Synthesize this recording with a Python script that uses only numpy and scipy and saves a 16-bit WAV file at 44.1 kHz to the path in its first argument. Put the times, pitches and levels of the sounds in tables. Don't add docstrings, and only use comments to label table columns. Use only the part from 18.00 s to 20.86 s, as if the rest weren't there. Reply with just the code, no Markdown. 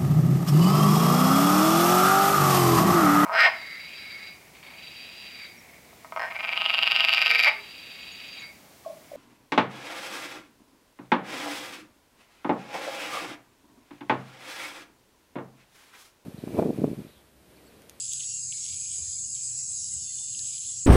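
import sys
import numpy as np
from scipy import signal
from scipy.fft import rfft, irfft
from scipy.io import wavfile
from scipy.ndimage import uniform_filter1d, map_coordinates

SR = 44100
rng = np.random.default_rng(int(sys.argv[2]) if len(sys.argv) > 2 else 0)


def inscribe(sig):
    pcm = np.round(np.clip(np.atleast_2d(sig).T, -1, 1) * 32767)
    wavfile.write(sys.argv[1], SR, pcm.astype(np.int16))


N = 126126
T = np.arange(N) / SR


def undb(db):
    return 10 ** (np.asarray(db) / 20)


def unit(x):
    return x / np.sqrt(np.mean(x ** 2) + 1e-20)


def noise():
    return rng.standard_normal(N)


def curve(rows):
    return undb(np.interp(T, *np.array(rows).T))


def colour(x, points):
    hz, db = np.array(points, float).T
    f = np.maximum(np.arange(N // 2 + 1) * SR / N, 1)
    gain = undb(np.interp(np.log(f), np.log(hz), db))
    low_cut = np.minimum(f / hz[0], 1) ** 6
    return irfft(rfft(x) * gain * low_cut, N)


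def ring(x, hz, width_hz):
    b, a = signal.iirpeak(hz, hz / width_hz, fs=SR)
    return signal.lfilter(b, a, signal.lfilter(b, a, x))


def band(hz, width_hz):
    low_pass = signal.butter(3, width_hz / 2, fs=SR, output="sos")
    low = signal.sosfilt(low_pass, noise() + 1j * noise())
    return unit(np.real(low * np.exp(2j * np.pi * np.cumsum(hz) / SR)))


def walk(rate):
    k = max(int(SR / rate), 2)
    steps = np.repeat(rng.standard_normal(N // k + 2), k)
    smooth = uniform_filter1d(uniform_filter1d(steps, k), k)
    return unit(smooth[rng.integers(k):][:N])


def swell(start, length):
    return np.sin(np.pi * np.clip((T - start) / length, 0, 1))


def clicks(rate_hz, jitter, scatter_db):
    phase = rng.random() + np.cumsum(rate_hz * (1 + jitter * walk(rate_hz / 2))) / SR
    starts = np.diff(np.floor(phase), prepend=0) > 0
    return starts * undb(scatter_db * noise())


def smear(x, wet_db):
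    energy = uniform_filter1d(x ** 2, int(0.09 * SR))
    wash = np.sqrt(np.maximum(energy, 0)) * noise()
    return x + undb(wet_db) * wash


def waver(x, share):
    return map_coordinates(x, [np.arange(N) + np.cumsum(share * walk(12))], mode="mirror")


def shimmer(x, count=24):
    depth_db, rate_per_s = 1.6, 25
    spectrum, f = rfft(x), np.arange(N // 2 + 1) * SR / N
    centres = np.linspace(4000, 11000, count)
    out = 0
    for own in np.eye(count):
        one_band = irfft(spectrum * np.interp(f, centres, own), N)
        out = out + one_band * undb(depth_db * walk(rate_per_s))
    return out


def trees(x, wet_db):
    t60_s = 0.39
    tail = noise() * undb(-60 * T / t60_s)
    wet = signal.fftconvolve(np.concatenate([x[::-1], x]), tail / np.linalg.norm(tail))[N:2 * N]
    return (x + undb(wet_db) * wet) / np.hypot(1, undb(wet_db))


def open_air():
    # (f/Hz, relative density/dB per Hz)
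    air_colour = [(300, -9), (650, 3), (1000, -2), (1600, 4.5), (2200, 5.5), (4000, 9.5), (11000, -35)]
    return undb(-74) * unit(colour(noise(), air_colour) * undb(2.9 * walk(10.25)))


def low_rumble():
    # (f/Hz, relative density/dB per Hz)
    rumble_colour = [(20, -15), (38, -19), (52, -6), (90, 2.5), (140, 0.5), (200, -5.5), (320, -23.5),
                     (600, -36), (2000, -70)]
    # (t/s, level/dB)
    rumble_level = [(0, -62), (.3, -61), (.9, -61.5), (1.25, -60.5), (1.5, -63), (1.95, -58.5),
                    (2.3, -60.5), (2.85, -66)]
    return curve(rumble_level) * unit(colour(noise(), rumble_colour) * undb(1.56 * walk(11.0)))


def far_motor():
    # (f/Hz, level/dB)
    motor_tones = [(92, -68.5), (123, -62.5)]
    out = 0
    for hz, db in motor_tones:
        tone = np.sin(2 * np.pi * np.cumsum(hz * (1 + .025 * walk(15))) / SR)
        out = out + undb(db) * unit(tone * undb(3.2 * walk(11)))
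    return out


def handling():
    # (start/s, length/s, level/dB)
    bumps = [(0.694, 0.12, -59), (0.973, 0.05, -56.5), (2.325, 0.15, -59.5), (2.623, 0.15, -61)]
    # (f/Hz, relative density/dB per Hz)
    bump_colour = [(20, -32), (50, -19), (85, 7.5), (160, -5.5), (290, -4.5), (440, -20), (600, -31),
                   (1400, -30), (2500, -36), (8000, -84)]
    # (t/s, peak level/dB)
    thuds = [(0.721, -52), (0.976, -54), (1.014, -44.5), (1.075, -48), (1.249, -51.5), (1.799, -52),
             (1.96, -49), (2.162, -65)]
    # (t/s, level/dB, pitch factor)
    taps = [(0.981, -60.5, 0.93), (1.014, -62, 1.1)]
    # (f/Hz before the pitch factor, relative level/dB, t60/s)
    shell = [(442, 2, .13), (767, -8, 0.12), (1000, -3.5, 0.12), (1170, -9.5, 0.18)]
    thud_hz, thud_rise_s, tap_rise_s = 81, 0.012, 0.0037

    knocks = smear(clicks(65, jitter=0.27, scatter_db=1.0), wet_db=3)
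    bump_gain = sum(undb(db) * swell(s, length) for s, length, db in bumps)
    out = unit(colour(knocks, bump_colour)) * bump_gain
    for s, db in thuds:
        age = np.maximum(T - s, 0)
        envelope = age / thud_rise_s * np.exp(1 - age / thud_rise_s)
        out = out + undb(db) * envelope * np.sin(2 * np.pi * thud_hz * age)
    for s, db, pitch in taps:
        age = np.maximum(T - s, 0)
        onset = 1 - np.exp(-age / tap_rise_s)
        for hz, mode_db, t60 in shell:
            decay = np.exp(-np.log(1000) * age / t60)
            out = out + undb(db + mode_db) * onset * decay * np.sin(2 * np.pi * pitch * hz * age)
    return out


def scattered_notes(lo_hz, hi_hz, scatter_db, count):
    note_s = 0.036
    out = np.zeros(N + SR)
    for when, pitch, length, glide, size in rng.random((count, 5)):
        u = np.linspace(0, 1, int(SR * note_s * (.5 + length)))
        hz = (lo_hz + pitch * (hi_hz - lo_hz)) * (1 + 0.096 * (glide - .5) * u)
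        note = np.sin(np.pi * u) * np.sin(2 * np.pi * np.cumsum(hz) / SR)
        i = int(when * N)
        out[i:i + len(u)] += undb(scatter_db * (2 * size - 1.5)) * note
    return trees(out[:N], wet_db=-11.5)


def far_notes():
    chirping = scattered_notes(2300, 3700, scatter_db=1.0, count=50)
    chirping = chirping + undb(-3.5) * scattered_notes(1900, 2350, scatter_db=9.0, count=24)
    blips = scattered_notes(712, 2000, scatter_db=7.0, count=130)
    blips = blips + undb(-2.0) * scattered_notes(246, 606, scatter_db=-0.5, count=24)
    return undb(-61.5) * chirping + undb(-75.5) * blips * undb(2 * walk(150))


def remote_group(hz, width_hz):
    swell_db, drift = 3.5, .015
    return unit(band(hz * (1 + drift * walk(9)), width_hz) * undb(swell_db * walk(11.8)))


def remote_insects():
    # (centre f/Hz, width/Hz, level/dB)
    remote_bands = [(2537, 114, -77.5), (2840, 230, -71), (4127, 440, -62.5), (4470, 490, -59)]
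    # (t/s, level/dB)
    middle_level = [(0, -60.5), (.3, -54.5), (.37, -62), (.44, -77), (.51, -82), (.535, -60), (.85, -71),
                    (.92, -52.5), (1.03, -62), (1.15, -61), (1.22, -77), (1.335, -78), (1.355, -69),
                    (1.45, -67), (1.64, -76), (1.95, -63), (2.3, -64), (2.7, -58), (2.85, -71)]
    hum = sum(undb(db) * remote_group(hz, width) for hz, width, db in remote_bands)
    middle = unit(sum(remote_group(hz, 223) for hz in [3037, 3275, 3573, 3820]))
    return hum + curve(middle_level) * middle


def bird():
    # (start/s, length/s, f/Hz, level/dB)
    whistles = [(0.118, 0.11, 1517, -72), (0.236, .2, 2777, -58.5), (0.976, 0.33, 3560, -66),
                (1.925, .04, 1625, -73.5), (1.952, 0.037, 1110, -76), (1.986, 0.43, 3553, -57.5),
                (2.123, 0.059, 2006, -77), (2.18, 0.048, 900, -71), (2.386, 0.037, 1740, -66)]
    song = 0
    for s, length, hz, db in whistles:
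        tone = np.sin(2 * np.pi * np.cumsum(hz * (1 + 0.00417 * walk(90))) / SR)
        song = song + undb(db) * swell(s, length) * tone
    return np.sqrt(2) * trees(song * undb(2 * walk(59.83)), wet_db=-9.5)


def pulser():
    # (centre t/s, level/dB)
    pulses = [(0.029, -49), (.16, -54), (.3, -51.5), (.44, -49), (.575, -49), (0.719, -49), (.87, -54),
              (1.0, -51), (1.15, -48.5), (1.31, -52), (1.458, -49.5), (1.59, -51.5), (1.77, -52.5),
              (1.87, -48.5), (2.03, -50), (2.55, -49.5)]
    centre_hz, width_hz, fall_hz_per_s, pulse_s = 4950, 325, 2700, 0.095
    out = 0
    for s, db in pulses:
        hiss = band(centre_hz - fall_hz_per_s * (T - s), width_hz)
        out = out + undb(db) * swell(s - pulse_s / 2, pulse_s) * hiss
    return out


def calls(rows, width_hz, wet_db):
    out = 0
    for s, length, hz, db in rows:
        song = unit(ring(clicks(600, jitter=.3, scatter_db=1.4), hz, width_hz))
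        out = out + undb(db) * swell(s, length) * song
    return trees(out, wet_db)


def rasper():
    # (start/s, length/s, f/Hz, level/dB)
    rasps = [(.23, 0.17, 5630, -47.5), (.59, 0.11, 5580, -45), (1.52, 0.18, 5640, -47.5),
             (1.76, 0.13, 5650, -45), (1.98, 0.091, 5540, -50), (2.71, 0.12, 5670, -45.5)]
    return calls(rasps, width_hz=270, wet_db=-13)


def chirper():
    # (start/s, length/s, f/Hz, level/dB)
    chirps = [(.895, 0.066, 8350, -42), (1.18, 0.082, 8600, -53), (1.42, 0.098, 8170, -38.5),
              (1.67, 0.066, 8040, -36.5), (1.905, 0.047, 8520, -43.5), (2.16, 0.072, 8480, -43)]
    return calls(chirps, width_hz=300, wet_db=-27)


def buzzer():
    phase = 2 * np.pi * np.cumsum(94 * (1 + 0.0062 * walk(5.5))) / SR
    gate = (.5 + .5 * np.cos(phase)) ** 2
    return undb(-57.5) * unit(ring(gate * noise(), hz=9890, width_hz=150))


def hand_hollow():
    # (t/s, level/dB, f/Hz)
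    hollow_course = [(0, -70, 2650), (0.252, -64.5, 2683), (0.449, -75, 2450), (.53, -61.5, 2320),
                     (0.641, -66.5, 2220), (.8, -58.5, 2460), (1.099, -70, 2417), (1.32, -81, 2577),
                     (1.36, -66, 2460), (1.7, -70.5, 2590), (2.199, -79, 2636), (2.329, -62, 2890),
                     (2.44, -67, 2660), (2.54, -63, 2426), (2.699, -79, 2424), (2.85, -71, 2530)]
    s, db, hz = np.array(hollow_course).T
    return undb(np.interp(T, s, db)) * band(np.interp(T, s, hz), width_hz=330)


def wing_scrape():
    # (f/Hz, relative density/dB per Hz)
    scrape_colour = [(1000, -17.5), (2000, -18), (2700, 3.5), (3200, 7.5), (4500, 8), (8000, 10),
                     (11500, -8.5), (15000, -31)]
    # (t/s, level/dB)
    scrape_level = [(0, -46.5), (.24, -47.5), (.33, -64), (.42, -72), (.6, -50.5), (.69, -44), (.82, -52.5),
                    (.93, -55), (1.22, -85), (1.335, -83), (1.355, -47.5), (1.55, -82), (1.95, -79),
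                    (2.3, -56.5), (2.45, -48), (2.65, -50.5), (2.85, -74)]
    grains_per_s, scatter_db = 1000, 4
    catches = (rng.random(N) < grains_per_s / SR) * rng.choice([-1, 1], N)
    strength = undb(scatter_db * np.minimum(rng.exponential(size=N), 4))
    return unit(colour(catches * strength, scrape_colour)) * curve(scrape_level)


def wing_flicks():
    # (t/s, body level before the low cut/dB, body f/Hz, body width/Hz, snap level before colour/dB)
    flicks = [(.1195, -35, 3250, 900, -42), (.1266, -34, 3700, 1500, -18), (.1338, -38, 4200, 1500, -9.5),
              (.1352, -33, 3300, 900, -45), (.196, -41, 3100, 800, -30), (.2055, -33, 3100, 800, -48),
              (.2098, -39, 3050, 700, -50), (.2325, -40, 3000, 900, -50), (.2358, -38, 3300, 900, -46),
              (.521, -39, 2900, 800, -48), (.5245, -32, 2950, 900, -39), (.653, -38, 3200, 1200, -41),
              (.661, -35, 3000, 700, -39), (.682, -39, 3300, 1200, -29), (.725, -45, 3000, 1200, -32),
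              (1.3495, -37, 3700, 1100, -34), (2.188, -38, 3400, 600, -48), (2.348, -36.5, 2950, 700, -40),
              (2.392, -26.5, 4700, 1300, -29), (2.459, -40, 3700, 1200, -33), (2.5805, -38, 3400, 800, -31),
              (2.6495, -37, 3400, 1600, -31)]
    # (f/Hz, relative density/dB per Hz)
    snap_colour = [(2500, -42), (3000, -25), (5000, -11), (7500, 0), (9500, -7), (11500, -20), (15500, -27)]
    rustle_db, rustle_decay_s, snap_decay_s = -9, .003, .0007
    body, snaps = np.zeros(N), np.zeros(N)
    age = T[:SR // 20]
    for s, db, hz, width, snap_db in flicks:
        start = int(s * SR)
        at = slice(start, start + len(age))
        paper, crack = rng.standard_normal((2, len(age)))
        tick = ring(signal.unit_impulse(len(age)), hz, width)
        rustle = undb(rustle_db) * np.exp(-age / rustle_decay_s) * unit(ring(paper, hz, 2 * width))
        body[at] += undb(db) * (tick / np.abs(tick).max() + rustle)
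        snaps[at] += undb(snap_db) * np.exp(-age / snap_decay_s) * np.sign(crack)
    low_cut = signal.butter(10, 2550, "high", fs=SR, output="sos")
    return signal.sosfilt(low_cut, body) + np.sqrt(2) * colour(snaps, snap_colour)


def chorus(count=8):
    # (f/Hz, relative density/dB per Hz)
    chorus_colour = [(4000, -32.5), (4400, -24), (4900, -14), (5400, -14.5), (5950, -20.5), (6300, -8),
                     (6570, -1.5), (6900, -2), (7170, -6.5), (7470, 0.5), (7950, 0.5), (8300, -12.5),
                     (8750, -22.5), (9300, -13), (9900, -10.5), (10500, -18.5), (11100, -48), (15000, -98)]
    # (t/s, level before the trim/dB)
    chorus_level = [(0, -34), (.4, -34.5), (.85, -35), (.96, -33), (1.07, -34.5), (1.46, -34),
                    (1.65, -34.5), (1.81, -33), (1.9, -34), (2.4, -34.5), (2.85, -35.5)]
    # (f/Hz, width of each resonance pass/Hz, level/dB)
    singers = [(6095, 80, -54.5), (6570, 74, -48.5), (6950, 88, -46.5), (7560, 200, -43), (7910, 180, -51)]
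    tymbal_hz, scatter_db, trim_db = 209.44, 1.5, -0.69
    crowd = 0
    for _ in range(count):
        tymbal = clicks(tymbal_hz * rng.uniform(.7, 1.4), .12, scatter_db)
        crowd = crowd + tymbal * undb(1 * walk(15))
    drone = unit(shimmer(colour(smear(crowd, wet_db=1.5), chorus_colour)))
    out = drone * curve(chorus_level) * undb(trim_db)
    for hz, width, db in singers:
        song = ring(smear(clicks(tymbal_hz, .3, scatter_db), wet_db=6.5), hz, width)
        out = out + undb(db) * unit(waver(song, share=.006) * undb(1.5 * walk(14)))
    return out


def scene():
    background = open_air() + low_rumble() + far_motor() + handling()
    far = remote_insects() + far_notes() + bird()
    insects = pulser() + rasper() + chirper() + buzzer() + chorus()
    in_the_hand = hand_hollow() + wing_scrape() + wing_flicks()
    return (background + far + insects + in_the_hand)[None]


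def record(dry):
    return signal.sosfilt(signal.ellip(10, .1, 80, 15700, fs=SR, output="sos"), dry)


dry = scene()
out = record(dry)
inscribe(out)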